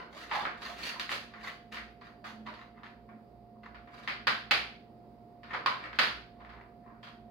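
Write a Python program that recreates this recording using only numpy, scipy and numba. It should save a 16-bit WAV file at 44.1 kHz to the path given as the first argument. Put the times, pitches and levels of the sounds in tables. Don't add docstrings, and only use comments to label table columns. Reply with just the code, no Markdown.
import sys
import numpy as np
from scipy import signal
from scipy.fft import rfft, irfft
from scipy.io import wavfile
from scipy.ndimage import uniform_filter1d
from numba import njit

SR = 44100
rng = np.random.default_rng(int(sys.argv[2]) if len(sys.argv) > 2 else 0)


def volts_from_db(level):
    exponent = np.asarray(level, float) / 20
    return 10 ** exponent


def file_out(sig):
    cols = np.atleast_2d(sig).T
    lim = np.clip(cols, -1, 1)
    pcm = np.round(lim * 32767).astype(np.int16)
    wavfile.write(sys.argv[1], SR, pcm)


N = 321930
BINS_HZ = np.linspace(0, SR / 2, 2049)

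# frequency in Hz, level in dB per Hz.
AIR_SPECTRUM = [(20, -42), (38, -24), (50, -11), (85, -13.5), (230, -7), (400, -9.5), (700, -14.5),
                (1300, -26.5), (1600, -33), (2000, -32.5), (3200, -41), (4900, -39.5), (5900, -52.5),
                (8000, -53), (15000, -49)]
# frequency in Hz, rms level in dB, wobble in dB.
MOTOR_TONES = [(47, -77.5, 2.5), (59.2, -69, 6.5), (171, -75, 1.5), (218.2, -65.5, 6), (234.3, -66, -4),
               (386.6, -74, 1), (704.3, -60.5, 1.5), (1876, -95.5, 3.5), (4670, -101, -4),
               (4720, -96.5, -5)]
# time in seconds, level in dB.
LOAD_TONE = [(0.0, -86), (0.47, -74), (0.83, -83), (1.1, -64), (1.34, -69.5), (4.0, -63.5), (4.33, -59),
             (4.88, -66), (5.81, -61), (6.69, -66), (7.3, -62)]
# frequency in Hz, likeness from 0 to 1.
PORT_LIKENESS = [(100, 1), (290, 0.73), (640, .55), (1400, 0.02), (5000, 0.01)]
# frequency in Hz, left minus right in dB.
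PORT_DIFFERENCE = [(60, -6.5), (110, -5.5), (200, -4), (380, -2), (700, -6), (1290, -1), (2380, 1),
                   (4400, -7), (8120, 2.5), (15000, -8)]
# frequency in Hz, time to fall 60 dB in seconds.
ROOM_T60 = [(200, 0.73), (1000, 0.4), (4000, 0.42), (12000, 0.34)]
# frequency in Hz, level in dB per Hz.
SHELL_SPECTRUM = [(200, -24.5), (500, -10), (800, -7.5), (1000, -1.5), (1400, -1), (2300, -4.5),
                  (2800, -11.5), (5000, -30), (16000, -70)]
# frequency in Hz, level in dB per Hz.
RIM_SPECTRUM = [(1500, -35.5), (2200, -2), (2600, 1), (2900, 1.5), (3250, 1), (3800, -1.5), (4500, -0.5),
                (5100, -5.5), (5800, -28), (16000, -75.5)]
# frequency in Hz, level in dB per Hz.
TREBLE_SPECTRUM = [(4500, -27.5), (5800, 1), (7000, -6), (8200, -13), (10000, -8.5), (13000, -15.5),
                   (16000, -14)]
# frequency in Hz, level in dB per Hz.
THUMP_SPECTRUM = [(100, -11), (200, -3.5), (450, -2.5), (600, 0.5), (800, 1.5), (1100, -10.5), (1600, -46)]
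# full from in seconds, held for in seconds,
# level in dB, ring in Hz, brightness in dB.
SLIDES = [(0.17, 0.043, -44.5, 1580, -14.5), (0.345, 0.06, -33, 1170, -21.5), (0.43, 0.037, -44, 1270, -36),
          (0.635, 0.074, -42.5, 1250, -15), (0.79, .03, -43.5, 1900, -13.5),
          (0.855, 0.022, -39, 2250, -8.5), (0.93, 0.028, -47, 1090, -35), (1.35, .02, -51, 1300, -28),
          (1.445, 0.047, -43.5, 1740, -20), (2.77, 0.043, -62.5, 1280, -40), (3.95, 0.12, -50, 1400, -20.5),
          (5.535, .01, -36.5, 1240, -34.5), (5.8, .06, -45.5, 1450, -32.5), (5.94, 0.054, -59, 1520, -38.5),
          (6.41, 0.044, -53.5, 945, -42), (6.48, 0.085, -55, 1140, -34.5), (6.58, .03, -56, 940, -52),
          (6.87, .1, -59.5, 966, -58)]
# start in seconds, held for in seconds, level in dB,
# ring in Hz, brightness in dB.
SKIDS = [(0.0, 0.0044, -43.5, 920, -34), (1.095, 0.023, -35, 1780, -13), (1.722, 0.024, -42.5, 1720, -16),
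         (2.015, 0.056, -54.5, 1470, -24), (2.245, 0.038, -45.5, 1210, -18),
         (2.462, 0.013, -40, 970, -30.5), (2.56, 0.071, -58, 1300, -24), (3.09, .02, -54.5, 1210, -59),
         (2.836, 0.034, -49.5, 1390, -28), (3.634, 0.029, -51.5, 1247, -33.5),
         (6.612, 0.004, -51.5, 993, -46), (7.03, 0.0083, -51.5, 1284, -17)]
# start in seconds, peak in dB, ring in Hz.
TICKS = [(0.3324, -38, 3790), (0.406, -31, 3530), (0.6519, -34, 4380), (0.834, -30, 4370),
         (0.8902, -30, 4500), (1.114, -38, 3340), (2.0107, -50, 4550), (2.613, -50, 3900),
         (3.6326, -60, 3180), (3.9672, -55, 4700), (7.029, -40.5, 3270)]
# start in seconds, peak in dB, ring in Hz.
HOLLOW_TAPS = [(0.009, -38.5, 937), (0.315, -30, 840), (0.344, -26, 754), (0.361, -25, 850),
               (0.384, -23.5, 870), (0.424, -36, 735), (0.693, -34.5, 690), (0.959, -36, 1020),
               (2.019, -45, 1100), (2.246, -40, 1250), (2.466, -38, 960), (2.482, -39, 990),
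               (3.094, -47.5, 700), (5.561, -38, 1030), (5.661, -18, 1050), (5.672, -20, 1054),
               (6.419, -48, 690), (6.624, -56, 720), (6.861, -45, 1052), (6.904, -50, 1090),
               (0.126, -41, 612), (0.372, -48, 550), (2.222, -47, 637), (2.49, -46, 587),
               (5.545, -35.5, 495), (4.515, -24, 790), (4.29, -28, 1130), (3.559, -55, 1050)]
# start in seconds, peak in dB, ring in Hz, brightness in dB.
OPEN_KNOCKS = [(0.453, -22, 1550, -48), (0.997, -27, 1600, -11), (1.093, -28.5, 2150, -25),
               (1.117, -27, 1640, -13), (1.338, -38.5, 1800, -41), (1.745, -34.5, 1410, -18),
               (1.771, -30, 2020, -36), (1.796, -43, 1960, -43), (2.54, -43, 1490, -19.5),
               (2.834, -40, 1380, -33), (3.635, -54, 1220, -38), (5.661, -16, 1203, -25),
               (5.71, -32, 1030, -46), (5.84, -33.5, 2130, -38.5), (5.86, -39.5, 2160, -31),
               (5.931, -33.5, 1630, -35), (6.449, -44, 1480, -47.5), (6.62, -53, 1070, -51)]
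# start in seconds, peak in dB, ring in Hz, brightness in dB.
SHADED_KNOCKS = [(0.047, -48.5, 1010, -50), (2.014, -42, 1130, -35), (2.242, -35.5, 1520, -35),
                 (2.465, -38, 930, -28), (2.482, -38, 974, -38), (3.09, -54, 1360, -53),
                 (3.874, -43, 1030, -58), (4.076, -22, 2000, -24.5), (4.094, -25.5, 2220, -30),
                 (5.433, -39.5, 1404, -27), (5.509, -32.5, 1880, -53), (6.034, -20, 1600, -19),
                 (6.404, -47, 856, -45), (7.069, -39.5, 1020, -28)]
# start in seconds, peak in dB, ring in Hz, brightness in dB.
HIDDEN_KNOCKS = [(0.174, -52, 1720, -6), (0.313, -20.5, 805, -38), (0.619, -35, 990, -17),
                 (0.831, -33, 2310, -10), (0.889, -33, 1970, -19), (1.72, -47, 1380, -20),
                 (2.621, -43.5, 1450, -39.5), (3.746, -38.5, 1370, -37), (4.27, -12.5, 1600, -22),
                 (4.51, -11, 2540, -18.5), (5.452, -52, 1900, -33), (5.534, -23.5, 1390, -35),
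                 (5.822, -50.5, 1360, -46), (5.954, -48, 1910, -12), (5.988, -10.5, 1710, -20),
                 (6.493, -40.5, 1097, -33), (6.858, -66.5, 1075, -48), (7.031, -39, 1320, -22)]


def along(table, hz):
    table_hz, values = np.transpose(table)
    return np.interp(np.log(hz + 1), np.log(table_hz), values)


def level(x, db):
    return x * volts_from_db(db) / np.sqrt(np.mean(x ** 2))


def shape(table):
    return level(volts_from_db(along(table, BINS_HZ)), 0)


def resonance(hz, sharp):
    return 1 / (1 + (sharp * (BINS_HZ / hz - hz / (BINS_HZ + 1))) ** 2)


def minimum_phase(gain):
    cepstrum = irfft(np.log(gain))
    cepstrum[1:2048] *= 2
    cepstrum[2049:] = 0
    return irfft(np.exp(rfft(cepstrum)))[:1024]


def colour(x, table):
    return signal.oaconvolve(x, minimum_phase(shape(table)))[:len(x)]


@njit
def moving_resonance(x, hz, sharp):
    y, band, low = np.empty(len(x)), 0., 0.
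    for i in range(len(x)):
        g = np.tan(np.pi * hz[i] / SR)
        v = (band + g * (x[i] - low)) / (1 + g * (g + 1 / sharp))
        band, low, y[i] = 2 * v - band, low + 2 * g * v, v / sharp
    return y


def pair(size):
    mid, side = rfft(rng.standard_normal((2, size)))
    alike = np.clip(along(PORT_LIKENESS, np.fft.rfftfreq(size, 1 / SR)), 0, 1)
    shared = np.sqrt((1 + alike) / 2) * mid
    own = np.sqrt((1 - alike) / 2) * side
    return irfft(np.array([shared + own, shared - own]), size)


def walk(rate):
    k = int(SR / rate)
    held = np.repeat(rng.standard_normal(N // k + 1), k)
    return 1.06 * uniform_filter1d(uniform_filter1d(held, k), k)[:N]


def hum():
    t = np.arange(N) / SR
    load_db = np.interp(t, *np.transpose(LOAD_TONE)) - 1.5
    tones = 0
    for hz, db, wobble_db in MOTOR_TONES + [(118.0, load_db, 0.64)]:
        swing = volts_from_db(db + wobble_db * walk(9))
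        tones = tones + swing * np.sqrt(2) * np.sin(2 * np.pi * (hz * t + rng.random()))
    air_gain = volts_from_db(along(AIR_SPECTRUM, np.fft.rfftfreq(N, 1 / SR)))
    air = irfft(rfft(pair(N)) * air_gain, N)
    return tones + level(air, -59) * volts_from_db(1.1 * walk(4.1))


def room():
    size = 24000
    t = np.arange(size) / SR
    spectrum, hz = rfft(pair(size)), np.fft.rfftfreq(size, 1 / SR) + 1
    tail = 0
    for centre in 125 * 2. ** np.arange(8):
        octave = np.cos(np.pi / 2 * np.clip(np.log2(hz / centre), -1, 1)) ** 2
        decay = volts_from_db(-60 * t / along(ROOM_T60, centre))
        tail = tail + irfft(spectrum * octave, size) * decay
    lumps = np.repeat(np.clip(rng.standard_normal(size // 60 + 1), -2, 1.3), 60)
    lumps = uniform_filter1d(lumps, 60)[:size]
    build_up = 1 - np.exp(-(t / 0.0012) ** 2)
    tail *= volts_from_db(-23.0 + 1.8 * lumps * np.exp(-t / 0.077)) * build_up
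    direct = 0.14 * pair(size) * np.exp(-t / 0.0018)
    direct[:, 0] = 0.67
    return direct, tail


def contact():
    t = np.arange(0, N + 44, 44) / SR
    power, hz, bright_db = 1e-30, 1.5e-27, 0
    fade = 272
    for rows, rise in ((SLIDES, 317.5), (SKIDS, 2998)):
        for s, held, db, ring_hz, row_db in rows:
            before, after = np.maximum(s - t, 0), np.maximum(t - s - abs(held), 0)
            p = volts_from_db(2 * (db - rise * before - fade * after))
            power, hz, bright_db = power + p, hz + p * ring_hz, bright_db + p * row_db
    curves = (np.sqrt(power), hz / power, bright_db / power)
    return [np.interp(np.arange(N) / SR, t, curve) for curve in curves]


def scrapes(spots):
    grain_db = np.clip(3.2 * rng.standard_normal(N), -9, 9) + 3.96 * walk(140)
    grains = (rng.random(N) < 1500 / SR) * volts_from_db(grain_db)
    low, rim, top, thud = (level(grains * rng.choice([-1., 1.], N), 0) for _ in range(4))
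    drag, hz, bright_db = contact()
    drag = drag * volts_from_db(-16.5)
    rim_gain = volts_from_db(9.5 + 0.58 * bright_db)
    treble_gain = volts_from_db(bright_db + 5.0)
    rung = moving_resonance(moving_resonance(drag * low, hz, 0.52), hz, 0.66)
    sound = colour(0.49 * drag * low + volts_from_db(4.0) * rung, SHELL_SPECTRUM)
    sound += colour(drag * rim_gain * rim, RIM_SPECTRUM)
    sound += colour(drag * treble_gain * top, TREBLE_SPECTRUM)
    sound += colour(drag * volts_from_db(-4.5) * thud, THUMP_SPECTRUM)
    place = np.pi / 2 * walk(12)
    out = 0
    for share, (direct, tail) in zip((np.cos(place), np.sin(place)), spots):
        response = volts_from_db(6.5) * direct + tail
        out = out + signal.oaconvolve((share * sound)[None], response)[:, :N]
    return out


def shell(hz, bright_db):
    lifted = (1 + volts_from_db(-3.0) * resonance(hz, 2.7)) * shape(SHELL_SPECTRUM)
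    low_cut = np.sqrt(1 + (0.56 * hz / (BINS_HZ + 1)) ** 4)
    clack = level(lifted / low_cut, 0)
    rim = volts_from_db(5.5 + 0.49 * bright_db) * shape(RIM_SPECTRUM)
    treble = volts_from_db(bright_db - 3.0) * shape(TREBLE_SPECTRUM)
    thump = volts_from_db(-17.0) * shape(THUMP_SPECTRUM)
    return np.sqrt(clack ** 2 + rim ** 2 + treble ** 2 + thump ** 2)


def knocks(spots):
    size = 2 ** 15
    out, spots = np.zeros((2, N + size)), rfft(spots, size)
    views = ((OPEN_KNOCKS, 2), (SHADED_KNOCKS, -3.4), (HIDDEN_KNOCKS, -5))
    rows = sorted((*row, direct_db) for table, direct_db in views for row in table)
    blows = []
    for s, db, hz, bright_db, direct_db in rows:
        blows.append((s, volts_from_db(db + 11.5) * shell(hz, bright_db), direct_db))
    for s, db, hz in TICKS:
        blows.append((s, level(resonance(hz, 13.0) + 0.001, db + 5.0), 5.0))
    for s, db, hz in HOLLOW_TAPS:
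        blows.append((s, level(resonance(hz, 5.2) + 0.00092, db + 9.0), 1.5))
    for k, (s, gain, direct_db) in enumerate(blows):
        direct, tail = spots[k % len(spots)]
        at = int(s * SR)
        response = volts_from_db(direct_db) * direct + tail
        out[:, at:at + size] += irfft(rfft(minimum_phase(gain), size) * response)
    return out[:, :N]


def scene():
    spots = [room() for _ in range(6)]
    return knocks(spots) + scrapes(spots[1:3]) + hum()


def top_cut(x):
    return signal.sosfilt(signal.butter(12, 16500, fs=SR, output="sos"), x)


def record(dry):
    hz = np.fft.rfftfreq(N, 1 / SR)
    half_db = along(PORT_DIFFERENCE, hz) / 2
    port_gain = volts_from_db(np.array([half_db, -half_db])) * (hz < 15830)
    mix = irfft(rfft(dry) * port_gain, N)
    return top_cut(mix)


dry = scene()
out = record(dry)
file_out(out)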